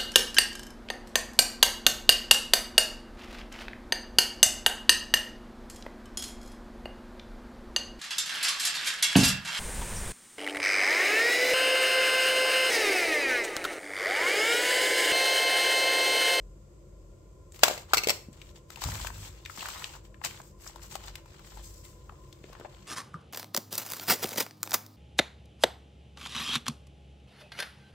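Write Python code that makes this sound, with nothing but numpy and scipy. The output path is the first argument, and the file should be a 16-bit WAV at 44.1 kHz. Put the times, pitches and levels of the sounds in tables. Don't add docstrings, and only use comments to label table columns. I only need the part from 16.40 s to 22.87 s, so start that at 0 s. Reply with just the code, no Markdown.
import sys
import numpy as np
from scipy import signal
from scipy.fft import rfft, irfft, next_fast_len
from scipy.io import wavfile
from scipy.ndimage import uniform_filter1d

SR = 44100
rng = np.random.default_rng(int(sys.argv[2]) if len(sys.argv) > 2 else 0)


def gain_from_db(level_db):
    decades = np.asarray(level_db, float) / 20
    return 10 ** decades


def wav_out(sig):
    wavfile.write(sys.argv[1], SR, np.round(np.clip(np.atleast_2d(sig).T, -1, 1) * 32767).astype(np.int16))


N = 285327


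# (start_s, peak_db, sheet_pitch_hz, crack_over_sheet_db, left_over_right_db)
PAPER_SNAPS = [(1.121, -38, 8100, -2, 3), (1.145, -35.5, 2270, 12, 6), (1.16, -35, 2290, 15, 9),
               (1.192, -30, 1400, 26, 8), (1.929, -45, 8000, 0, 11), (2.016, -34.5, 2680, -3, 9),
               (2.303, -28, 1165, 11, 9), (2.359, -26.5, 2720, 10, 9), (2.372, -37.5, 940, -3.5, 16),
               (2.419, -22.5, 920, 1.5, 12), (2.438, -15.5, 980, 8, 9.5), (2.45, -28, 1260, 5, 15),
               (2.487, -35.5, 940, -19, 16.5), (2.519, -26, 1620, 5, 11), (2.554, -26, 1060, 5, 14),
               (2.6, -37.5, 1030, -14, 11), (2.647, -26.5, 935, -7.5, 7), (2.67, -19.5, 1390, 5, 10.5),
               (2.702, -39, 930, -9.5, 16), (3.051, -34, 3570, -4, 3), (3.059, -26, 2280, -5, 6),
               (3.097, -34, 1360, -9, 8), (3.175, -29, 1080, 0, 5), (3.207, -29.5, 2600, -6, 4),
               (3.226, -27, 1110, -5.5, 4), (3.256, -25.5, 1560, -6.5, 1), (3.286, -18.5, 1250, 3, 5),
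               (3.422, -31, 1440, -5, 2), (3.442, -22.5, 3170, -7, 3.5), (3.451, -35, 3200, 4, 4),
               (3.552, -35, 1040, -3, 0), (3.743, -47, 1830, -11, 8), (3.815, -42, 1090, -15, 19),
               (3.839, -26.5, 1800, -3, 9), (3.848, -11.5, 5700, 8.5, 5), (3.857, -29, 2620, 1, 6),
               (3.909, -35, 2380, -1, 13), (4.001, -34.5, 930, -10, 0), (4.016, -39.5, 7220, 5, 10),
               (4.264, -35, 1170, -7, 7), (4.275, -34, 5360, -9, 7), (4.295, -38.5, 900, -1, 9),
               (4.359, -32, 900, -2, 10.5), (4.394, -48, 1270, -7, 11), (4.512, -37.5, 7350, 20, 14),
               (4.554, -18, 840, 1.5, 7.5), (4.755, -22.5, 2620, 11, 6.5), (4.858, -43, 960, -4.5, 8),
               (4.942, -45, 1500, -4.5, 7), (4.993, -38, 1130, -0.5, 5), (5.072, -41, 1090, 6, 19),
               (5.12, -41, 950, -3.5, 8), (5.172, -39, 870, -2.5, 20), (5.194, -43, 880, -6, 6),
               (5.451, -38.5, 7140, 20, 13.5), (5.694, -40, 1095, -18, 8), (5.722, -47.5, 770, -11.5, 7),
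               (5.927, -35, 3780, 4.5, 9.5), (6.04, -44, 2210, -23, 9), (6.13, -35, 1030, 7, 3),
               (6.151, -42.5, 1220, -18, 10), (6.198, -35.5, 730, -2, 3), (6.21, -44, 1400, -12, 4),
               (6.248, -35.5, 660, -27, 3), (6.255, -39.5, 736, -23.5, 11), (6.346, -48, 3000, -9, 8),
               (6.391, -54, 3080, -6.5, 8)]


def snaps():
    mix = np.zeros((2, N))
    jolt = 3 * signal.unit_impulse(4000, idx=20)
    for start_s, peak_db, hz, crack_db, pan_db in PAPER_SNAPS:
        blow = jolt + burst(t60=0.018, alike=0.6, rise_s=0.0019)
        narrow = resonate(blow, hz, 0.34 * hz)
        sheet = evened(resonate(narrow, hz, 2.7 * hz))
        add(mix, start_s, peak_db, pan_db, sheet + gain_from_db(crack_db) * crack(blow))
    return mix


# (pitch_hz, gain_db)
CRACK_COLOUR = [(200, -27), (600, -5), (1500, -4.5), (4000, -1.5), (8000, -11), (17000, -4.5)]


def crack(blow):
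    return coloured(blow, CRACK_COLOUR)


# (pitch_hz, gain_db)
HISS_COLOUR = [(1500, -13.5), (3000, -15), (5000, -4), (8000, -7.5), (12000, -7.5), (17000, -1.5)]
SCRAPE_COLOUR = [(800, -16.5), (1800, -10), (3000, -6), (4500, -9), (8000, -19.5), (17000, -36)]
BODY_COLOUR = [(200, -28.5), (500, -2.5), (900, 5.5), (1500, -1), (2500, -10), (5000, -54)]


def rustle():
    fine = grains(per_s=900, spread_db=2.5, length_s=0.003)
    coarse = grains(per_s=400, spread_db=3.0, length_s=0.003)
    rare = grains(per_s=200, spread_db=3.5, length_s=0.0029)
    hiss = coloured(fine, HISS_COLOUR) * pressure(follows=0)
    scrape = coloured(coarse, SCRAPE_COLOUR) * pressure(follows=1)
    body = coloured(ports(rare), BODY_COLOUR) * pressure(follows=1.41)
    mix = gain_from_db(2.5) * hiss + gain_from_db(-2.0) * scrape + gain_from_db(-6.0) * body
    return mix * gain_from_db(np.array([[1.7], [-1.7]]))


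def grains(per_s, spread_db, length_s):
    sizes = gain_from_db(spread_db * np.minimum(rng.exponential(1, N), 4))
    slips = (rng.random(N) < per_s / SR) * sizes
    lumps = signal.lfilter([1], [1, -np.exp(-1 / (length_s * SR))], slips)
    return (lumps + 0.66 * lumps.mean()) * rng.standard_normal((2, N))


# (rise_until_s, fall_from_s, first_level_db, last_level_db, coarse_over_fine_db)
SWELLS = [(1.148, 1.165, -55, -57, -6.5), (1.19, 1.196, -61, -56, -6.5), (1.249, 1.431, -38, -61, 4),
          (1.492, 1.66, -64.5, -62, 9.5), (1.714, 1.895, -48, -76.5, -1), (1.928, 2.102, -68, -64.5, 1),
          (2.164, 2.181, -61, -67, 0), (2.335, 2.31, -39.5, -42.5, -2), (2.393, 2.384, -49, -54.5, 4.5),
          (2.422, 2.685, -44, -47.5, -1), (2.73, 2.885, -54.5, -51.5, -1), (2.92, 3.044, -65, -68, 1.5),
          (3.063, 3.162, -62.5, -49.5, -3), (3.184, 3.463, -47, -51, 1), (3.474, 3.565, -58, -57.5, 3),
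          (3.651, 3.663, -64.5, -66.5, 1), (3.855, 3.838, -45, -30.5, 1), (3.858, 4.0, -56, -61, 2.5),
          (4.038, 4.108, -61.5, -65, -8), (4.201, 4.28, -60.5, -49.5, -7.5), (4.285, 4.386, -63, -67, 1.5),
          (4.428, 4.457, -51.5, -52.5, -3.5), (4.517, 4.562, -47, -52, -3.5),
          (4.598, 4.682, -62.5, -51.5, 2.5), (4.734, 4.779, -71, -65.5, 8),
          (4.861, 5.04, -69.5, -68.5, 4.5), (5.046, 5.209, -60, -60.5, 0), (5.239, 5.415, -52, -60.5, -14),
          (5.447, 5.57, -54, -70, -7), (5.58, 6.012, -72.5, -71.5, -0.5), (6.035, 6.113, -71, -69, 5),
          (6.13, 6.27, -72.5, -78, 13), (6.3, 6.47, -72.5, -72.5, 9)]


def pressure(follows):
    rise_db_per_s, fall_db_per_s = 700.5, 483
    t, power = np.arange(0, N + 64, 64) / SR, 0
    for rise_until, fall_from, first_db, last_db, coarse_db in SWELLS:
        slide_db = np.interp(t, [rise_until, fall_from], [first_db, last_db])
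        before_db = rise_db_per_s * np.maximum(rise_until - t, 0)
        after_db = fall_db_per_s * np.maximum(t - fall_from, 0)
        level_db = slide_db + follows * coarse_db - before_db - after_db
        power = power + gain_from_db(level_db) ** 2
    return np.interp(np.arange(N) / SR, t, np.sqrt(power))


def patchy(x):
    z = signal.stft(x, nperseg=512)[2]
    patches = uniform_filter1d(rng.standard_normal(z.shape[1:]), size=4, axis=0)
    patches = uniform_filter1d(patches, size=7, axis=1)
    return signal.istft(z * gain_from_db(1.75 * evened(patches)), nperseg=512)[1][:, :N]


PATCH_HZ = [810, 1130, 1700, 2500, 3600]


def crackle(per_s=16, spread_db=3.0):
    bend, mix = pressure(follows=0.84), np.zeros((2, N))
    for hz in PATCH_HZ:
        sizes = gain_from_db(spread_db * np.minimum(rng.exponential(1, N), 3))
        gives = (rng.random(N) < per_s / SR) * sizes
        tick = resonate(burst(t60=0.018, alike=0.44, rise_s=0.00042), hz, 0.55 * hz)
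        mix += signal.oaconvolve((gives * bend)[None], tick / abs(tick).max(), axes=1)[:, :N]
    return gain_from_db(3.0) * mix * gain_from_db(np.array([[2.5], [-2.5]]))


# start_s, end_s, pitch_hz, width_hz, level_db
SILENT_BAND = (5.06, 5, 3500, 450, -60)


def whistle(fade_s=0.03):
    start, end, hz, width, level_db = SILENT_BAND
    t = np.arange(N) / SR
    fade = np.clip(np.minimum(t - start, end - t) / fade_s + 1, 0, 1)
    return gain_from_db(level_db) * hum(hz, width) * fade


# (start_s, peak_db, thud_pitch_hz, thud_over_ring_db, strike_place from -1 to 1)
HARD_CLACKS = [(1.233, -1.5, 730, 10.5, 0.23), (1.238, -10.5, 1391, 12, .38), (1.249, -23.5, 703, 15, .3),
               (1.264, -34.5, 709, 16.5, .3), (1.281, -12, 707, 11, .3), (1.299, -23, 634, 18.5, .38),
               (1.31, -23.5, 528, 16, .3), (1.376, -30.5, 563, 3, 0.33), (1.534, -7, 1350, 16.5, 0.75),
               (1.536, -13, 731, 20, .3), (1.543, -11.5, 1277, 9.5, -0.39),
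               (1.570, -12.5, 450, -6.5, -0.75), (1.579, -16, 456, -15, -0.71),
               (1.586, -21, 1200, -28, -0.13), (1.635, -22.5, 398, -14, -1.1),
               (1.642, -22.5, 1230, -22, -1.1), (1.671, -14.5, 447, 15.5, .45),
               (1.685, -13.5, 604, 1.4, 0.49), (1.694, -14, 695, -9.5, 0.69), (1.702, -12, 556, -1, 0.39),
               (1.707, -25, 1304, -7.5, 0.68)]
# (pitch_hz, width_hz, gain_db, gain_toward_strike_place_1_db)
OBJECT_MODES = [(2247, 280, -3, 1), (2617, 150, -4.5, -7), (4380, 410, -10, -2), (5330, 640, -13.5, 1.5),
                (6030, 300, -14.5, -4.5), (7710, 370, -22.5, 4.5)]


def clacks():
    mix = np.zeros((2, N))
    for start_s, peak_db, hz, thud_db, place in HARD_CLACKS:
        crack_db = 14.5 + 0.4 * peak_db + 0.32 * thud_db
        blow = burst(t60=0.031, alike=0.4, rise_s=0.0014)
        t = np.arange(blow.shape[1]) / SR
        fade = gain_from_db(-60 * t * hz / 9)
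        thud = np.sin(2 * np.pi * hz * t) * np.minimum(t / 0.00076, 1) * fade
        place = np.clip(place, -1, 1)
        ring = 0
        for mode_hz, width, gain_db, lean_db in OBJECT_MODES:
            mode = resonate(resonate(blow, mode_hz, width), mode_hz, 3 * width)
            ring = ring + gain_from_db(gain_db + lean_db * place) * mode
        sound = evened(ring) + gain_from_db(thud_db) * evened(thud) + gain_from_db(crack_db) * crack(blow)
        add(mix, start_s, peak_db, 3.5, sound)
    lag_s = 0.00019
    return np.array([np.roll(mix[0], round(lag_s * SR)), mix[1]])


# (start_s, peak_db, pitch_hz)
SOFT_BUMPS = [(1.885, -34.5, 204), (2.458, -25.5, 77.7), (3.183, -40, 196), (3.86, -39, 149),
              (6.012, -45, 150), (6.042, -38.5, 380), (6.099, -42.5, 470), (6.199, -40.5, 344),
              (6.211, -38.5, 443), (6.274, -63, 151)]


def bumps():
    mix, t = np.zeros((2, N)), np.arange(3000) / SR
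    for start_s, peak_db, hz in SOFT_BUMPS:
        push = np.sin(2 * np.pi * hz * t) * np.minimum(t / 0.0013, 1) * gain_from_db(-60 * t * hz / 5)
        add(mix, start_s, peak_db, 2.5, np.array([push, push]))
    return mix


# (pitch_hz, width_hz, level_db)
TABLE_MODES = [(73.6, 35, 7), (97, 20, 7), (127.3, 56, -2)]


def boom():
    start_s, rise_s, shift_end_s = 2.415, 0.058, 2.99
    push, t = rng.standard_normal(N), np.arange(N) / SR - start_s
    wood = 0
    for hz, width, level_db in TABLE_MODES:
        wood = wood + gain_from_db(level_db) * evened(resonate(resonate(push, hz, width), hz, width))
    after = np.maximum(t - rise_s, 0)
    set_down = gain_from_db(-31 - 60 * after / 0.44)
    shifted = gain_from_db(-41 - 60 * after / 2.4)
    shifted = shifted * np.clip((shift_end_s - start_s - t) / rise_s, 0, 1)
    return evened(wood) * np.clip(t / rise_s, 0, 1) ** 2 * np.hypot(set_down, shifted)


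# (pitch_hz, time_to_fall_60_db_s)
ECHO_LENGTH = [(300, 0.34), (790, 0.33), (2090, 0.35), (5510, 0.31)]


def room(x):
    taps = np.zeros((2, SR // 2))
    at = np.arange(180, SR // 2 - 20, 20)
    at = at + rng.integers(0, 20, (2, len(at)))
    np.put_along_axis(taps, at, rng.choice([-1., 1.], at.shape), 1)
    hz, t, z = signal.stft(ports(taps), SR, nperseg=256)
    fade = gain_from_db(-60 * t / read(ECHO_LENGTH, hz)[:, None])
    tail = signal.istft(z * fade, SR, nperseg=256)[1]
    return signal.fftconvolve(x.mean(0)[None], tail / np.linalg.norm(tail[0]), axes=1)[:, :N]


# (pitch_hz, gain_db)
AIR_COLOUR = [(25, 2), (60, -5.5), (150, -17.5), (240, -27), (340, -22.5), (600, -24.5), (750, -40.5),
              (1150, -33.5), (1300, -45), (2200, -43), (4000, -47), (6500, -44), (9000, -47.5),
              (16500, -50)]
# (pitch_hz, width_hz, level_db)
HOUSE_HUMS = [(88, 37, -59), (137.5, 24.7, -62), (196.3, 15, -67.5), (344, 69, -64), (512, 160, -67),
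              (1390, 71, -82.5), (4940, 150, -90)]
# (time_s, level_db)
THIN_HUM_LEVEL = [(0, -75), (.6, -77), (1.1, -72.5), (2.1, -72.5), (4.3, -70.5), (5.7, -69), (5.85, -62.5),
                  (6.0, -70.5), (6.47, -73)]


def room_tone():
    wide = gain_from_db(-50.5) * coloured(rng.standard_normal((2, N)), AIR_COLOUR)
    hums = sum(gain_from_db(level_db) * hum(hz, width) for hz, width, level_db in HOUSE_HUMS)
    thin = hum(hz=1025, width=63) * curve(THIN_HUM_LEVEL)
    return (ports(wide + hums + thin) + deep_hum()) * gain_from_db(np.array([[0.6], [-0.6]]))


def hum(hz, width):
    return evened(resonate(resonate(rng.standard_normal((2, N)), hz, width), hz, width))


# (time_s, level_db)
DEEP_HUM_LEVEL = [(0.06, -45), (0.36, -60.5), (0.45, -50.5), (0.72, -47.5), (0.82, -56.5), (1.5, -60.5),
                  (1.58, -52), (1.75, -60), (2.36, -61), (2.47, -42.5), (2.85, -50.5), (3.13, -62.5),
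                  (3.73, -53), (4.0, -68), (4.4, -51.5), (4.8, -51), (4.99, -66), (5.19, -46), (5.37, -57),
                  (6.1, -62), (6.47, -61)]


def deep_hum(hz=48, wander_hz=6, waver_db=2.5):
    noise = rng.standard_normal((2, N))
    drift, waver = (evened(uniform_filter1d(uniform_filter1d(v, size=3000), size=3000)) for v in noise)
    tone = np.sqrt(2) * np.sin(2 * np.pi * np.cumsum(hz + wander_hz * drift) / SR)
    return tone * curve(DEEP_HUM_LEVEL) * gain_from_db(waver_db * waver)


# (pitch_hz, likeness from 0 to 1)
PORT_LIKENESS = [(60, 0.99), (240, 0.92), (950, 0.33), (3770, -0.0), (15000, 0)]


def ports(x):
    size = next_fast_len(x.shape[1])
    same = np.clip(read(PORT_LIKENESS, np.fft.rfftfreq(size, 1 / SR)), -1, 1)
    left, right = rfft(x, size)
    right = same * left + np.sqrt(1 - same ** 2) * right
    return irfft(np.array([left, right]), size)[:, :x.shape[1]]


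def burst(t60, alike, rise_s):
    t = np.arange(4000) / SR
    one, left, right = rng.standard_normal((3, len(t)))
    alike = np.clip(alike, 0, 1)
    noise = alike * one + np.sqrt(1 - alike ** 2) * np.array([left, right])
    return noise * np.minimum(t / rise_s, 1) * gain_from_db(-60 * t / max(t60, 0.004))


def resonate(x, hz, width):
    return signal.lfilter(*signal.iirpeak(min(hz, SR / 2.2), max(hz / width, 0.3), SR), x)


def read(points, hz):
    f, value = np.transpose(points)
    return np.interp(np.log(hz + 1), np.log(f + 1), value)


def shaped(x, points):
    size = next_fast_len(x.shape[-1])
    gain = gain_from_db(read(points, np.fft.rfftfreq(size, 1 / SR)))
    return irfft(rfft(x, size) * gain, size)[..., :x.shape[-1]]


def evened(x):
    return x / np.sqrt(np.mean(x ** 2) + 1e-20)


def coloured(x, points):
    return evened(shaped(x, points))


def curve(rows):
    return gain_from_db(np.interp(np.arange(N) / SR, *np.transpose(rows)))


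def add(mix, start_s, peak_db, pan_db, sound):
    part = mix[:, round(start_s * SR):][:, :sound.shape[1]]
    sides = gain_from_db(peak_db + np.array([[pan_db / 2], [-pan_db / 2]]))
    part += (sides * sound / abs(sound.mean(0)).max())[:, :part.shape[1]]


def scene():
    near = snaps() + patchy(rustle()) + crackle() + whistle() + clacks() + bumps()
    return near + gain_from_db(-9.5) * room(near) + boom() + room_tone()


# (pitch_hz, gain_db)
PORT_TONE = [(20, -38), (35, -13.5), (48, -0.5), (6000, 2.5), (7700, 10), (8500, 4), (9100, -6),
             (10400, -5), (11500, 0), (15600, -4), (16100, -29)]


def microphone(sound):
    return shaped(sound, PORT_TONE)


def low_pass(x):
    return signal.sosfilt(signal.butter(12, 16480, fs=SR, output="sos"), x)


def record(dry):
    mix = np.clip(microphone(dry), -1, 1)
    return low_pass(mix)


dry = scene()
out = record(dry)
wav_out(out)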